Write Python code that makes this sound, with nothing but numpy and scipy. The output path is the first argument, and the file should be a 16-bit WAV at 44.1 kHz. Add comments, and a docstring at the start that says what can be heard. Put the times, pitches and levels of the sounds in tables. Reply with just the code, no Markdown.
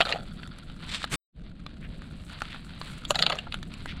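"""A shingle beach, the microphone close to a plastic bucket of shallow water. Two handfuls of clams drop in,
three seconds apart: shells ring on shells, knock the bucket and stir up bubbles and spray. In between, pebbles
click and scrunch, a sleeve swishes, and after one second a scrape sounds right at the microphone; soon after,
the sound cuts out briefly. Wet grit ticks and low wind rumbles throughout."""
import sys
import numpy as np
from scipy import signal
from scipy.fft import rfft, irfft, next_fast_len
from scipy.io import wavfile
from scipy.ndimage import map_coordinates

SR = 44100
rng = np.random.default_rng(int(sys.argv[2]) if len(sys.argv) > 2 else 0)


def wrap_up_sound(samples):
    """Save the sound to the file named by the first command line argument, as 16-bit audio."""
    columns = np.atleast_2d(samples).T
    # keep every value between -1 and 1, then stretch to whole-number steps
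    tamed = np.clip(columns, -1, 1)
    steps = np.round(tamed * 32767).astype(np.int16)
    wavfile.write(sys.argv[1], SR, steps)


N = 176400

# microphone colour on shells and drips, bright middle, sharp drop near 5 kHz: frequency_hz, gain_db
MIC_TONE = [(300, -47.5), (1500, 3.5), (2300, -0.5), (4450, 2.5), (5100, -9.5), (8000, -39.5),
            (16000, -46.5)]


def amp(db):
    """Decibels to gain."""
    return 10 ** (np.asarray(db) / 20)


def unit(x):
    """Scale to rms 1."""
    return x / np.sqrt(np.mean(x ** 2) + 1e-20)


def swell(rows, column=1):
    """Gain per sample from rows of time_s, level_db; silent outside them."""
    rows = np.array(rows)
    return amp(np.interp(np.arange(N) / SR, rows[:, 0], rows[:, column], left=-np.inf, right=-np.inf))


def wobble(per_s):
    """A smooth random curve through per_s knots a second."""
    return map_coordinates(rng.standard_normal(N // 20), [np.arange(N) * per_s / SR])


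def colour(x, tone):
    """Minimum-phase filter through points of frequency_hz, gain_db on a log frequency axis."""
    size = 2 * next_fast_len(len(x))
    hz, db = np.transpose(tone)
    gain = amp(np.interp(np.log(np.fft.rfftfreq(size, 1 / SR) + 1), np.log(hz + 1), db))
    cepstrum = irfft(np.log(gain))
    cepstrum[1:size // 2] *= 2
    cepstrum[size // 2 + 1:] = 0
    return irfft(rfft(x, size) * np.exp(rfft(cepstrum)))[:len(x)]


def add(track, start_s, x):
    """Mix x into the track at start_s."""
    i = int(round(start_s * SR))
    lo, hi = max(i, 0), min(i + len(x), N)
    if hi > lo:
        track[lo:hi] += x[lo - i:hi - i]


def fade(t, t60):
    """Exponential decay, 60 dB down after t60 seconds."""
    return np.exp(-np.log(1000) * t / t60)


def specks(per_s, spread_db):
    """Sparse random impulses of uneven size, rms 1."""
    impulses = (rng.random(N) < per_s / SR) * rng.choice([-1, 1], N)
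    return unit(impulses * amp(spread_db * np.clip(rng.standard_normal(N), -2, 2)))


def gritty(tone, per_s, share):
    """Coloured noise with a share of its power in grains, rms 1."""
    hiss = np.sqrt(1 - share) * rng.standard_normal(N)
    grains = np.sqrt(share) * specks(per_s, spread_db=9.1)
    return unit(colour(hiss + grains, tone))


def wet_grit():
    """Wet grit and clothing rustle and tick all around the microphone."""
    # level of the rustle: time_s, middle_db, treble_db
    levels = [(0, -54.5, -62), (.45, -60, -73), (.75, -56, -72), (.88, -49, -66), (1.08, -56.5, -75),
              (1.36, -65.5, -86), (1.76, -58, -80.5), (1.95, -57.5, -73), (2.13, -60, -73),
              (2.23, -55.5, -62.5), (2.42, -48, -68.5), (2.6, -54, -66.5), (2.74, -54, -69.5),
              (2.9, -47, -57), (3.02, -53.5, -70), (3.46, -55.5, -74.5), (3.86, -53.5, -67),
              (4.05, -54, -88)]
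    # tones of the grit, its treble sparkle and the wet ticks: frequency_hz, gain_db
    grit_tone = [(100, -35.5), (500, -3.5), (1000, 3.5), (1380, 5), (1750, 3.5), (2900, 4), (3900, 5.5),
                 (4600, 0), (5300, -16.5), (7000, -40), (16000, -85.5)]
    sparkle_tone = [(3000, -31.5), (5200, -3), (6400, -5), (7800, 5), (10700, -2.5), (11800, -10),
                    (16000, -18)]
    tick_tone = [(400, -44), (1080, -3.5), (1410, 9), (1800, -3.5), (4300, -2.5), (5300, -17), (9000, -19),
                 (16000, -59)]
    grit = gritty(grit_tone, per_s=500, share=0.29) * amp(3.3 * wobble(24.72))
    sparkle = gritty(sparkle_tone, per_s=400, share=0.45) * amp(2.7 * wobble(64))
    tick_decay = fade(np.arange(SR // 20) / SR, t60=0.012)
    tick_power = signal.fftconvolve(specks(per_s=70, spread_db=3.5) ** 2, tick_decay ** 2)[:N]
    ticks = unit(colour(np.sqrt(np.abs(tick_power)) * rng.standard_normal(N), tick_tone))
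    return (grit + amp(-3.5) * ticks) * swell(levels) + sparkle * swell(levels, column=2)


def wind():
    """Low wind rumbles, wavering slightly in level."""
    # tone of the rumble: frequency_hz, gain_db
    rumble_tone = [(12, 0), (28, 3), (55, 0), (115, -5), (160, 1.5), (225, -4.5), (300, -12.5), (420, -22),
                   (700, -24.5), (2000, -80.5)]
    return unit(colour(rng.standard_normal(N), rumble_tone)) * amp(-42 + 1.47 * wobble(5.6))


def contacts(hits, body_modes, scatter_t60_s, scatter_db, grind_db):
    """Each contact grinds, knocks a body, rings a shell, cracks at its edge and scatters nearby."""
    # modes of a shell: pitch_ratio, level_db, t60_s
    shell_modes = [(.68, -13.5, 0.023), (.87, 1.5, 0.0095), (1, -2.5, 0.026), (1.14, -1, 0.015),
                   (1.36, -9.5, 0.0053)]
    # modes of its thin lip: pitch_hz, level_db, t60_s
    lip_modes = [(7150, 5, 0.021), (8130, 3, .014), (9200, -1.5, 0.0098), (10830, -3.5, .012)]
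    # tone of the edge crack: frequency_hz, gain_db
    crack_tone = [(1000, -31), (4000, 13.5), (5500, 7.5), (7200, 7.5), (8600, -10.5), (10400, 7.5),
                  (12000, -5.5), (16000, -35)]
    blow_s, grind_s, glancing_db = 0.0044, 0.0027, -27
    out, t, lead = np.zeros(N), np.arange(SR // 10) / SR, SR // 100

    def burst(t60):
        return rng.standard_normal(len(t)) * fade(t, t60)

    def ring(modes, scale, life):
        return sum((-1) ** k * amp(db + rng.normal(0, 1.1)) * fade(t, t60 * life)
                   * np.sin(2 * np.pi * pitch * scale * rng.normal(1, 0.023) * t)
                   for k, (pitch, db, t60) in enumerate(modes))

    for start_s, knock_db, shell_db, shell_hz, crack_db in hits:
        # a hard blow is cleaner than a glancing one; it wedges the shell and cuts its ring short
        rough = amp(-0.42 * max(max(shell_db, knock_db) - glancing_db, 0))
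        life = rough ** 0.65
        grind = rng.standard_normal(lead) * np.exp(-t[:lead][::-1] / grind_s)
        grind *= rough * amp(grind_db) / np.linalg.norm(grind)
        scatter = burst(scatter_t60_s)
        scatter *= rough * amp(scatter_db) / np.linalg.norm(scatter)
        path = np.concatenate([grind, [1], scatter])
        shell_ring = unit(ring(shell_modes, shell_hz, life))
        rasp = amp(5.5) * unit(burst(0.0097 * life))
        shell = colour(shell_ring + rasp, MIC_TONE)
        crack = unit(colour(burst(0.005 * life), crack_tone))
        lip = amp(-4) * unit(ring(lip_modes, 1, life))
        knock = ring(body_modes, rng.normal(1, 0.06), life=1)  # pitch depends on where the blow lands
        for level_db, part in (knock_db, knock), (shell_db, shell), (crack_db, crack + lip):
            heard = signal.fftconvolve(part, path)[:len(t)]
            heard *= np.sqrt(blow_s * SR / np.sum(heard ** 2))  # the energy of blow_s at rms 1
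            add(out, start_s - lead / SR, amp(level_db) * heard)
    return out


def clams():
    """Clams land on each other and knock the bucket; the sound scatters off its wall."""
    # landings: start_s, knock_db, shell_db, pitch_hz, crack_db
    landings = [(.0049, -15, -20.5, 2830, -39), (.0109, -28.5, -16, 2980, -35.5),
                (.0183, -30.5, -20.5, 3330, -52), (.024, -27.5, -30.5, 2890, -57),
                (.0526, -34, -29.5, 4090, -47), (.0594, -36.5, -31.5, 3250, -56),
                (.0687, -30, -38, 3220, -53), (.0916, -32, -28.5, 3350, -42.5),
                (.0973, -31.5, -54, 3440, -48), (.1045, -56, -38.5, 3500, -43),
                (.115, -30.5, -31, 3510, -52), (.1244, -31.5, -19.5, 2450, -48),
                (.1588, -28.5, -40, 2900, -55), (3.1069, -17.5, -21, 2990, -25),
                (3.1466, -31.5, -32, 2980, -50), (3.156, -35, -22, 3840, -36),
                (3.1598, -27, -58, 3180, -52), (3.1907, -26.5, -22.5, 3560, -36),
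                (3.1956, -37.5, -26, 3380, -46), (3.2245, -34.5, -14, 4200, -35.5),
                (3.2353, -29.5, -25.5, 3950, -54), (3.2651, -26.5, -16, 3400, -39),
                (3.2991, -28, -23, 2970, -38), (3.3043, -24.5, -38, 2820, -54),
                (3.3222, -31.5, -24.5, 2390, -83), (3.3272, -30, -30, 3420, -48),
                (3.3555, -37.5, -60, 3200, -46), (3.3875, -41.5, -26.5, 2820, -43),
                (3.47, -37, -53, 2900, -82)]
    # modes of the bucket with its water: pitch_hz, level_db, t60_s
    bucket_modes = [(661, 1, 0.025), (855, -1.5, 0.019), (1317, 2, 0.025), (1660, -9, 0.016)]
    return contacts(landings, bucket_modes, scatter_t60_s=0.048, scatter_db=-2, grind_db=-4)


def splashes():
    """Bubbles rising in pitch and fine spray last while the clams tumble in, then settle."""
    # water stirred by each handful: start_s, hold_s, bubbles_db, spray_db
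    handfuls = [(0.035, 0.075, -36, -39), (3.149, 0.22, -43, -45.5)]
    # tones of the bubbles and the spray: frequency_hz, gain_db
    bubble_tone = [(200, -9), (420, 6.5), (610, 10), (820, 7.5), (1050, -21.5), (1330, -19), (1800, -15.5),
                   (4000, -16.5), (8000, -17.5)]
    spray_tone = [(200, -4.5), (600, 9.5), (1800, 14), (4400, 11), (5300, -15.5), (7000, -5), (16000, -34)]
    bubbles_per_s, bubble_hz, ring_cycles, pitch_rise = 300, 800, 9.9, 0.15
    rise_s, fall_db_per_s = 0.06, 178
    now, t = np.arange(N) / SR, np.arange(SR // 20) / SR
    bubbles, out = np.zeros(N), np.zeros(N)
    for k, (late, pitch, size) in enumerate(rng.standard_normal((int(bubbles_per_s * N / SR), 3))):
        hz = bubble_hz * np.exp(0.33 * pitch)
        t60 = ring_cycles / hz
        chirp = np.sin(2 * np.pi * hz * t * (1 + pitch_rise * t / t60 / 2))
        add(bubbles, (k + late) / bubbles_per_s, amp(5.7 * size) * fade(t, t60) * chirp)
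    bubbles = unit(colour(bubbles, bubble_tone))
    spray = gritty(spray_tone, per_s=700, share=0.68)
    for start_s, hold_s, bubbles_db, spray_db in handfuls:
        stir = np.clip((now - start_s) / rise_s, 0, 1)
        settle = amp(-fall_db_per_s * np.maximum(now - start_s - hold_s, 0))
        out += stir * settle * (amp(bubbles_db) * bubbles + amp(spray_db) * spray)
    return out


def trickle():
    """Tiny drops keep the gaps between the shells ringing after the first handful."""
    # resonances of the gaps: pitch_hz, width_hz, level_db
    gap_modes = [(1350, 110, 4.5), (3423, 200, -4), (4420, 200, -7)]
    # water draining through the heap: time_s, level_db
    levels = [(.04, -46.5), (.24, -53.5), (.52, -54), (.85, -71)]
    hz = np.fft.rfftfreq(N, 1 / SR)
    gaps = sum(amp(db) * 1j * hz * width / (centre ** 2 - hz ** 2 + 1j * hz * width)
               for centre, width, db in gap_modes)
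    drips = irfft(rfft(specks(per_s=70, spread_db=2.5)) * gaps, N)
    return unit(colour(drips, MIC_TONE)) * swell(levels)


def pebbles():
    """Shells and pebbles click in the hand and underfoot; the sound scatters off the ground."""
    # clicks: start_s, knock_db, ring_db, pitch_hz, crack_db
    clicks = [(.433, -47.5, -40, 3100, -66), (.475, -52, -48, 3480, -52), (.586, -51.5, -48, 3470, -50.5),
              (.699, -46.5, -48, 3040, -68), (1.0185, -45.5, -38.5, 3930, -56.5),
              (1.0421, -27.5, -28, 3460, -49), (1.6643, -38, -39, 3430, -58.5),
              (2.02, -45, -49.5, 2700, -61), (2.4192, -25, -36, 3750, -44),
              (2.5458, -38.5, -49.5, 2100, -62), (2.8144, -34.5, -36, 4040, -51),
              (3.0513, -45.5, -31, 3810, -46.5), (3.5235, -53, -30, 2920, -50),
              (3.5425, -33, -29, 3096, -44.5), (3.629, -44, -39, 4060, -49.5), (3.739, -59, -41, 2580, -48),
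              (3.8585, -35, -39, 1960, -48.5)]
    # modes of a cupped hollow: pitch_hz, level_db, t60_s
    hollow_modes = [(860, 12, 0.01), (930, 3, 0.0084), (1284, 24, 0.0091)]
    return contacts(clicks, hollow_modes, scatter_t60_s=0.032, scatter_db=-7.5, grind_db=-14)


def rubbing():
    """A sleeve swishes as the arm draws back; a scrape follows right at the microphone."""
    # levels of the swish and the scrape: time_s, level_db
    swish_levels = [(.82, -83), (.89, -46.5), (.93, -36.5), (.968, -31.5), (.99, -46), (1.05, -38.5)]
    scrape_levels = [(1.095, -64.5), (1.113, -40.5), (1.127, -28), (1.2, -41)]
    # their tones: frequency_hz, gain_db
    cloth_tone = [(240, -44), (400, -12), (1630, -4), (1820, 0.5), (3020, 0), (3640, 4.5), (6540, -16.5),
                  (7750, -8), (16000, -49.5)]
    scrape_tone = [(15, -54), (25, 1), (161, -6.5), (936, -22), (1100, -13), (3520, -15), (5430, -25),
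                   (8360, -18.5), (16000, -46)]
    swish = gritty(cloth_tone, per_s=1000, share=0.46) * swell(swish_levels)
    scrape = gritty(scrape_tone, per_s=1000, share=0.2) * swell(scrape_levels)
    return (swish + scrape) * amp(3.1 * wobble(120))


def scrunches():
    """Sandy shells and shingle grind together: dense slips around one broad resonance."""
    # short swells of grinding: peak_s, spread_s, level_db, pitch_hz
    grinds = [(1.847, 0.016, -46, 2100), (2.518, 0.014, -43.5, 2500), (3.904, 0.017, -39.5, 2600)]
    # their resonance: pitch_ratio, gain_db
    resonance = [(.3, -34.5), (.8, -9), (1.35, -12.5), (3.6, -53)]
    now, out = np.arange(N) / SR, np.zeros(N)
    for peak_s, spread_s, level_db, pitch_hz in grinds:
        slips = gritty([(pitch_hz * ratio, db) for ratio, db in resonance], per_s=1500, share=0.72)
        out += amp(level_db) * np.exp(-((now - peak_s) / spread_s) ** 2 / 2) * slips
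    return out


def sliding_shells():
    """The second handful slips wet off the palm with a thin, high hiss."""
    # level of the hiss: time_s, level_db
    levels = [(3.07, -70), (3.1, -46), (3.135, -66.5), (3.22, -46), (3.29, -78), (3.33, -58.5)]
    # its tone: frequency_hz, gain_db
    hiss_tone = [(5800, -27), (6900, -5), (7400, -8), (8800, -27), (10300, -35), (12000, -31.5)]
    return gritty(hiss_tone, per_s=900, share=0.2) * swell(levels) * amp(3.3 * wobble(70))


def scene():
    """Everything is close and central; only the top octave differs between the two microphone ports."""
    # stereo width: frequency_hz, side_db
    side_tone = [(4000, -57), (8000, -19.5), (11000, -20.5), (13000, 5)]
    hits = clams() + pebbles()
    mid = hits + splashes() + trickle() + sliding_shells() + scrunches() + wet_grit() + wind() + rubbing()
    t = np.arange(SR // 100) / SR
    scatter = rng.standard_normal(len(t)) * fade(t, t60=0.0026)
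    side = colour(signal.fftconvolve(mid, scatter / np.linalg.norm(scatter))[:N], side_tone)
    return np.array([mid + side, mid - side])


def record(dry):
    """The sound cuts out briefly and fades back in; nothing passes above the band limit."""
    mute_s, return_s, fade_in_s, top_hz = 1.158, 1.3227, 0.059, 16000
    t, size = np.arange(N) / SR, next_fast_len(N + SR // 2)
    live = np.maximum(t < mute_s, np.clip((t - return_s) / fade_in_s, 0, 1) ** 2)
    passband = np.fft.rfftfreq(size, 1 / SR) < top_hz
    return irfft(rfft(dry * live, size) * passband, size)[:, :N]


dry = scene()
out = record(dry)
wrap_up_sound(out)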